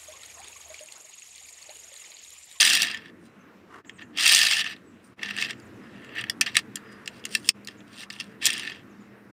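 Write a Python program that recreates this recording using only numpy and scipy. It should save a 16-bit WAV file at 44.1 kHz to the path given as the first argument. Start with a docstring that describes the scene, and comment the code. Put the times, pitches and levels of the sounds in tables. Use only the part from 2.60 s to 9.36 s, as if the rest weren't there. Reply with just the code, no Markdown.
"""Outdoors on rough concrete: close to the microphone a hollow plastic toy car is pushed along and over a stone.
Grit under the wheels and single knocks drive the resonances of its shell; a duller scuff is just out of sight.
Far behind are traffic (coloured noise), a wavering hum (noise in narrow resonances) and small birds (gliding sines).
In four stretches the background takes new levels; the whole level dips briefly between them."""
import sys
import numpy as np
from scipy import signal
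from scipy.io import wavfile

SR = 44100
rng = np.random.default_rng(int(sys.argv[2]) if len(sys.argv) > 2 else 0)


def unload_audio(sound):
    """Save the sound as a 16-bit wav file, at the path given as the first command line argument."""
    columns = np.transpose(np.atleast_2d(sound))
    # keep every value between -1 and 1, then stretch to whole-number steps
    steps = np.round(np.clip(columns, -1, 1) * 32767)
    wavfile.write(sys.argv[1], SR, steps.astype(np.int16))


N = 298116


def amp(db):
    """Convert dB to gain."""
    return 10 ** (np.asarray(db) / 20)


def rms_one(x):
    """Scale to rms 1."""
    return x / np.sqrt(np.mean(x ** 2) + 1e-20)


def in_time(rows):
    """Interpolate the columns of a curve table at every sample."""
    s, *columns = np.transpose(rows)
    return [np.interp(np.arange(N) / SR, s, column) for column in columns]


def drift(rate_hz):
    """Random wander of rms 1: white noise through a two-pole lowpass."""
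    r = np.exp(-2 * np.pi * rate_hz / SR)
    wander = signal.lfilter([1], [1, -2 * r, r * r], rng.standard_normal(N + SR))
    return rms_one(wander[SR:])   # skip the filter's first second


def resonate(x, hz, width_hz):
    """Two-pole resonance with a peak gain of about 1."""
    r = np.exp(-np.pi * width_hz / SR)
    zeros = np.array([1, 0, -1]) * (1 - r * r) / 2
    return signal.lfilter(zeros, [1, -2 * r * np.cos(2 * np.pi * hz / SR), r * r], x)


def ring(force, modes):
    """One force per mode into parallel resonances of alternating sign; a shared white force of rms 1 gives rms 1."""
    def add_modes(forces):
        return sum((-1) ** k * amp(db) * resonate(forces[k], hz, width_hz)
                   for k, (hz, width_hz, db) in enumerate(modes))
    click = signal.unit_impulse(SR // 10)
    return add_modes(force) / np.linalg.norm(add_modes([click] * len(modes)))


def scatter(x, t60_s, wet_db):
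    """Walls, slab and leaves around the spot scatter a short, dull tail."""
    span = np.arange(SR // 3) / SR
    tail = rng.standard_normal(len(span)) * amp(-60 * span / t60_s) * (span > .003)
    tail = signal.lfilter([1], [1, -.4], tail)
    return x + amp(wet_db) * signal.fftconvolve(x, tail / np.linalg.norm(tail))[:N]


# The four stretches and how loud the distance is in each.
# Each row: start in seconds, traffic rumble in dB before its swell, tyre hiss in dB, hum in dB.
STRETCHES = [(0, -51, -58.5, -68.5), (1.231, -53, -59.5, -64), (2.561, -49.5, -54, -54.5),
             (4.929, -51, -57, -57)]


def background(column):
    """Level in dB of one background column, steady within each stretch."""
    table = np.array(STRETCHES)
    stretch = np.searchsorted(table[:, 0], np.arange(N) / SR, "right") - 1
    return table[stretch, column]


def coloured(spectrum, patchy_db):
    """Noise in half-octave bands, each flickering on its own; rms 1."""
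    hz, level_db = np.transpose(spectrum)
    edges_hz = 22 * 2 ** np.arange(0, 9.8, .5)
    white = rng.standard_normal((2, N))   # neighbouring bands take different noise
    out = 0
    for k, (low, high) in enumerate(zip(edges_hz, edges_hz[1:])):
        band_db = np.interp(np.log(low * high) / 2, np.log(hz), level_db)
        band_pass = signal.butter(2, [low, high], "band", fs=SR, output="sos")
        band = signal.sosfilt(band_pass, white[k % 2])
        out = out + amp(band_db + patchy_db * drift(4.6)) * band
    return rms_one(out)


# Spectrum of the far rumble. Each row: frequency in Hz, relative density in dB per Hz.
RUMBLE = [(15, -59), (25, -28.5), (76, -19.5), (112, -3.5), (160, -15.5), (198, -1.5), (340, -2.5),
          (377, -17), (458, -3), (494, -32), (900, -24), (1170, -52.5), (1980, -120)]
# Spectrum of the far tyre hiss. Each row: frequency in Hz, relative density in dB per Hz.
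HISS = [(290, -30), (500, -1), (670, -6), (799, -7.5), (980, -3), (1520, -4), (1890, -4), (3450, -20.5),
        (14500, -33), (15800, -34), (16500, -51)]
# Passing traffic swells the rumble. Each row: time in seconds, change in dB.
RUMBLE_SWELL = [(0, 3), (.7, -2), (.95, -3.5), (1.2, 0.5), (4.9, -0.5), (5.05, -1.5), (6.2, 1), (6.76, -5)]


def traffic():
    """Far road as two coloured noises: a low rumble that swells and a tyre hiss."""
    rumble_db = background(column=1) + in_time(RUMBLE_SWELL)[0]
    rumble = amp(rumble_db) * coloured(RUMBLE, patchy_db=2.5)
    hiss = amp(background(column=2)) * coloured(HISS, patchy_db=2.0)
    return rumble + hiss


# The hum in the distance. Each row: frequency in Hz, width of each of two resonances in Hz, relative level in dB.
HUM = [(122.5, 23, -5), (202.15, 5.3, -0.5), (227.8, 6.1, -6), (442.4, 2.9, -9)]


def hum():
    """Noise through pairs of narrow resonances, so that each tone wavers."""
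    tones = 0
    for hz, width_hz, db in HUM:
        narrow = resonate(rng.standard_normal(N), hz, width_hz)
        tones = tones + amp(db) * rms_one(resonate(narrow, hz, width_hz))
    return amp(background(column=3)) * tones


# Chirps of far birds, gliding down.
# Each row: start in seconds, length in seconds, start pitch in Hz, end pitch in Hz, level in dB before flicker.
CHIRPS = [(.65, 0.032, 4050, 4000, -68.5), (.79, 0.039, 6300, 6200, -71.5),
          (1.329, 0.06, 8600, 7800, -63.5), (1.358, 0.029, 7900, 5600, -61),
          (2.235, 0.098, 8200, 7300, -71), (2.92, 0.018, 8600, 6160, -59), (2.977, 0.03, 8800, 5000, -67),
          (3.017, .025, 7500, 6260, -65), (3.05, 0.03, 9600, 5300, -62), (3.13, .07, 7360, 4730, -72.5),
          (3.222, 0.035, 5100, 4960, -65), (3.304, 0.026, 5480, 4980, -76),
          (4.243, 0.15, 4980, 4820, -64.5), (6.296, .041, 7200, 5020, -65.5), (6.4, 0.032, 7270, 6520, -69)]
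# Buzzy notes of far birds.
# Each row: start in seconds, length in seconds, middle pitch in Hz, level in dB before flicker.
BUZZES = [(1.252, 0.051, 7120, -58), (1.42, .02, 6860, -60), (3.422, 0.086, 7430, -68),
          (5.17, .037, 6950, -59)]
WARBLE_DEPTH_HZ, WARBLE_PER_S = 560, 110


def birds():
    """Near sines of flickering level: chirps glide down, a little faster towards the end; buzzes warble."""
    out = np.zeros(N)
    notes = [(*row, 0) for row in CHIRPS]
    notes += [(s, length, hz, hz, db, WARBLE_DEPTH_HZ) for s, length, hz, db in BUZZES]
    for s, length, start_hz, end_hz, level_db, warble_hz in notes:
        u = np.linspace(0, 1, round(length * SR))   # progress through the note
        glide_hz = end_hz + (start_hz - end_hz) * (1 - u) ** 0.81
        pitch_hz = glide_hz + warble_hz * np.sin(2 * np.pi * WARBLE_PER_S * u * length)
        swell = np.abs(np.sin(np.pi * u)) ** 0.5
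        at = round(s * SR)
        out[at:at + len(u)] += amp(level_db) * swell * np.sin(2 * np.pi * np.cumsum(pitch_hz) / SR)
    return out * amp(2.9 * drift(150))


def grit(bumps_per_s, spread_db, bump_t60_s, lumpy_db):
    """Force of rubbing on grit: uneven pebbles each give a short swell of rattle, over finer grain; rms 1."""
    pebble_db = spread_db * np.minimum(rng.exponential(1, N), 3)
    pebbles = amp(pebble_db) * (rng.random(N) < bumps_per_s / SR)
    r = amp(-60 / (bump_t60_s * SR))
    rattle = rms_one(signal.lfilter([1], [1, -2 * r, r * r], pebbles))   # climbs the pebble, then drops off
    grain = 1.4 * amp(lumpy_db * drift(68))
    return rms_one((rattle + grain) * rng.standard_normal(N))


# Level of the scuff just out of sight. Each row: time in seconds, level in dB.
SCUFF = [(0, -91), (1.02, -76), (1.09, -66), (1.11, -49.5), (1.2, -49.5), (1.23, -56), (1.235, -95)]
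# Its dull body. Each row: frequency in Hz, width in Hz, relative level in dB.
SCUFF_BODY = [(1122, 290, 3), (1779, 800, -7.5), (2800, 220, -10), (7500, 5000, -29)]


def scuff():
    """Fine grit drives a body duller than the car."""
    force = amp(in_time(SCUFF)[0]) * grit(bumps_per_s=140.0, spread_db=-1.0, bump_t60_s=0.012, lumpy_db=1.0)
    return ring([force] * len(SCUFF_BODY), SCUFF_BODY)


# The car rolls close by, one curve for each push. Each row of a curve: time in seconds, level in dB.
ROLLS = [
    [(0, -18.5), (.12, -20.5), (.24, -24.5), (.3, -33), (.39, -43), (.41, -51), (.5, -51)],
    [(1.53, -64), (1.58, -25.5), (1.7, -17), (1.82, -18.5), (1.86, -22.5), (2.01, -23.5), (2.03, -36),
     (2.13, -35), (2.15, -53.5), (2.22, -74)],
    [(2.58, -66), (2.63, -38), (2.7, -36), (2.74, -43.5), (2.8, -29), (2.86, -32.5), (2.88, -41),
     (2.9, -32), (2.95, -68)],
    [(3.15, -78), (3.22, -61.5), (3.54, -49), (3.56, -34), (3.62, -32), (3.632, -54), (3.69, -46)],
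    [(5.8, -62), (5.82, -33), (5.85, -26), (5.868, -16.5), (5.89, -31), (6.03, -36.5), (6.1, -38.5),
     (6.18, -51), (6.25, -73)],
]
# Each entry: brightness of one push at LOUD_DB, in dB per octave.
ROLL_BRIGHT = [-1, -1, -1, -6, 1]
# Brightness follows roll level: reference in dB, slope in dB per octave per dB, lowest change in dB per octave.
LOUD_DB, DULLING, DULLEST = -20.5, 0.46, -9.5
# Short scrapes of plastic on grit and stone.
# Each row: peak time in seconds, rise in seconds, fall in seconds, peak in dB, brightness in dB per octave.
SCRAPES = [(0.664, 0.086, 0.035, -64, 5.5), (1.39, 0.017, .05, -45.5, -13), (1.42, 0.034, 0.029, -41, -14),
           (2.445, 0.023, 0.085, -69.5, 11), (3.821, 0.007, 0.051, -31.5, -11),
           (3.869, 0.02, 0.059, -28, -8), (3.951, 0.017, 0.0066, -35, -2), (3.993, 0.065, .012, -25.5, -5),
           (4.26, 0.08, 0.67, -58, -21), (4.325, .025, .03, -57, 4), (4.595, 0.21, 0.023, -53.5, -0.5),
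           (4.745, 0.066, 0.0074, -36.5, 2.5), (4.77, .012, .07, -49.5, 5), (4.882, 0.085, 0.019, -45, 5),
           (5.1, 0.01, 0.079, -51.5, -4), (5.428, 0.16, 0.031, -38, -0.5), (5.521, .012, 0.24, -46.5, -0.5),
           (5.611, 0.026, 0.018, -32, -6.5)]
SCRAPE_SWELL_DB = 25.5   # a scrape swells and sinks by this much


def rubbing(octaves):
    """Gain on each mode from rolls and scrapes; a roll dulls as it grows fainter."""
    strokes = [(rows, bright, DULLING) for rows, bright in zip(ROLLS, ROLL_BRIGHT)]
    for s, rise, fall, peak_db, bright in SCRAPES:
        faint_db = peak_db - SCRAPE_SWELL_DB
        strokes.append(([(s - rise, faint_db), (s, peak_db), (s + fall, faint_db)], bright, 0))
    power = np.zeros((len(octaves), N))
    for rows, bright, dulling in strokes:
        s, db = np.transpose(rows)
        span = np.arange(max(round(s[0] * SR), 0), round(s[-1] * SR))
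        level_db = np.interp(span / SR, s, db)
        tilt_db = bright + np.maximum(dulling * (level_db - LOUD_DB), DULLEST)
        power[:, span] += amp(level_db + np.outer(octaves, tilt_db)) ** 2
    return np.sqrt(power)


# Knocks of wheels, axles and floor pan, close by.
# Each row: time in seconds, strength in dB before reach and chance, brightness in dB per octave.
KNOCKS = [(.0074, -1, 3), (0.0167, -5, 2), (.0274, -2, -2.5), (0.05, -4, 3), (0.0627, -9.5, 4),
          (0.077, -12.5, 4.5), (.0993, -11, 6.5), (0.1315, -12, 5), (0.1503, -6.5, 6.5), (.171, -6, 0),
          (0.2188, -11, 5), (.2295, -9, 3), (.312, -20.5, -2), (0.3443, -17, -9), (0.3723, -24.5, -5),
          (0.4567, -30, -12), (1.2463, -39, -10), (1.294, -28.5, -5), (1.5727, -16, -2), (1.6064, -7.5, -1),
          (1.6623, -5.5, -0.5), (1.6766, -10, 9), (1.6892, -10.5, 4), (1.7114, -7, 0.5), (1.7198, -10, 5.5),
          (1.7476, -8.5, 9), (1.7598, -8, 4), (1.869, -7, -1), (1.9103, -3.5, -4.5), (2.042, -18, -5),
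          (2.0626, -14.5, -8), (2.163, -33, -8), (2.592, -31, -17), (2.6302, -13, -7.5),
          (2.6582, -14.5, -11), (2.7078, -19, -8.5), (2.7644, -20, -3), (2.7841, -15, -6),
          (2.807, -28, 3.5), (2.813, -15, -2.5), (2.8226, -8, -5), (2.846, -17, -10), (2.8865, -32, -4),
          (2.8983, -22, -16), (2.9064, -17.5, -2), (2.93, -26, -12), (2.9985, -46, 7), (3.445, -40, 3),
          (3.491, -36, -11), (3.61, -36, 9.5), (3.639, -17.5, -11), (3.6967, -8.5, 1), (3.81, -4, 2),
          (3.8136, -4, -3), (3.8617, -17, -2), (3.953, -9, -5.5), (3.9668, 2, 0), (4.156, -22, 7),
          (4.169, -24.5, -13), (4.4582, -29, 1), (4.4754, -15.5, -2), (4.639, -31.5, -7),
          (4.652, -17.5, 4.5), (4.664, -30, -3), (4.7498, -3.5, 0), (4.8446, -32, 0), (4.8888, 1.5, 3),
          (5.0474, -54, 16), (5.072, -20.5, 0), (5.0835, -19, -6), (5.204, -42, -3), (5.432, -31, -23),
          (5.5009, -19.5, -5), (5.5044, -25, -3), (5.527, -37, 6.5), (5.5626, -34, -15),
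          (5.5995, -20, -3.5), (5.6063, -22.5, 2), (5.6405, -36, 1), (5.8544, -12, 11), (5.9026, -14, 2.5),
          (5.93, -26, 8), (5.9363, -27, 7), (5.978, -23, 4), (5.9944, -17, -1), (6.031, -25, -6.5),
          (6.0736, -13, -12)]
# Each entry: how strongly a knock, compared with grit, reaches one mode of the shell, in dB.
KNOCK_REACH_DB = [-7.5, -2, 1.5, 3, 1.5, 0.5, -0.5, 1, 0.5, 1.5, 1, -2, -1.5, -2]
KNOCK_T60_S, KNOCK_ATTACK_S = 0.013, 0.00054   # the T60 holds at 2700 Hz


def add_knocks(force, octaves):
    """Add short noise bursts to the force on each mode, with a strength of its own for each knock and mode."""
    span = np.arange(SR // 12) / SR
    dying_db = -60 * np.outer(0.94 ** octaves, span) / KNOCK_T60_S   # treble dies slightly slower
    attack = (1 - np.exp(-span / KNOCK_ATTACK_S)) ** 2   # the plastic gives, then takes the load
    for s, peak_db, tilt_db in KNOCKS:
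        contact = np.tanh(1.9 * rng.standard_normal(len(span))) * attack
        chance_db = rng.normal(0, 2.8, len(octaves))
        strength_db = peak_db + tilt_db * octaves + KNOCK_REACH_DB + chance_db
        at = round(s * SR)
        force[:, at:at + len(span)] += amp(strength_db[:, None] + dying_db) * contact


# The hollow shell, with the microphone's treble peaks.
# Each row: frequency in Hz, width in Hz, relative level in dB.
SHELL = [(706, 170, -21.5), (1210, 180, -19), (1771, 98, -2), (2140, 400, -9.5), (2701, 220, -1),
         (3300, 410, -2.5), (3800, 940, -7), (4860, 485, -6), (5642, 350, -8.5), (6140, 750, -13.5),
         (7330, 1300, -15.5), (8870, 500, -10), (10200, 1800, -24.5), (14700, 690, -24)]


def car():
    """Grit and knocks drive every mode of the hollow shell."""
    # octaves from 2700 Hz: brightness acts on the mid and treble modes
    octaves = np.clip(np.log2(np.array(SHELL)[:, 0] / 2700), -.6, 1.9)
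    shifting_db = 1.4 * np.array([drift(49) for mode in SHELL])   # the contact wanders from wheel to wheel
    force = rubbing(octaves) * amp(shifting_db) + 1e-18
    force *= grit(bumps_per_s=280.0, spread_db=3.0, bump_t60_s=0.0033, lumpy_db=0.76)
    add_knocks(force, octaves)
    no_bass = signal.butter(3, 700, "high", fs=SR, output="sos")   # the car is too small for bass
    return signal.sosfilt(no_bass, ring(force, SHELL))


def scene():
    """Traffic, hum and birds far off, scuff and car near; the birds carry a longer, stronger tail."""
    far = traffic() + hum() + scatter(birds(), t60_s=0.28, wet_db=-7.5)
    near = scatter(scuff() + car(), t60_s=0.065, wet_db=-14)
    return (far + near)[None]


FADE_DEPTH_DB, FADE_OUT_S, FADE_IN_S, END_S = 20.5, 0.029, 0.025, 6.708
CUTOFF_HZ = 16700


def fades():
    """The level dips briefly where each new stretch begins and stops at the end."""
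    t = np.arange(N) / SR
    dips_db = sum(np.interp(t - s, [-FADE_OUT_S, 0, FADE_IN_S], [0, -FADE_DEPTH_DB, 0])
                  for s, *levels in STRETCHES[1:])
    return amp(dips_db) * np.interp(t - END_S, [-.004, .004], [1, 0])


def record(dry):
    """Round the highest peaks, apply the fades and cut the top treble."""
    rounded = dry / (1 + (dry / .9) ** 4) ** .25
    top_cut = signal.cheby2(14, 80, CUTOFF_HZ, fs=SR, output="sos")
    return signal.sosfilt(top_cut, rounded * fades())


dry = scene()
out = record(dry)
unload_audio(out)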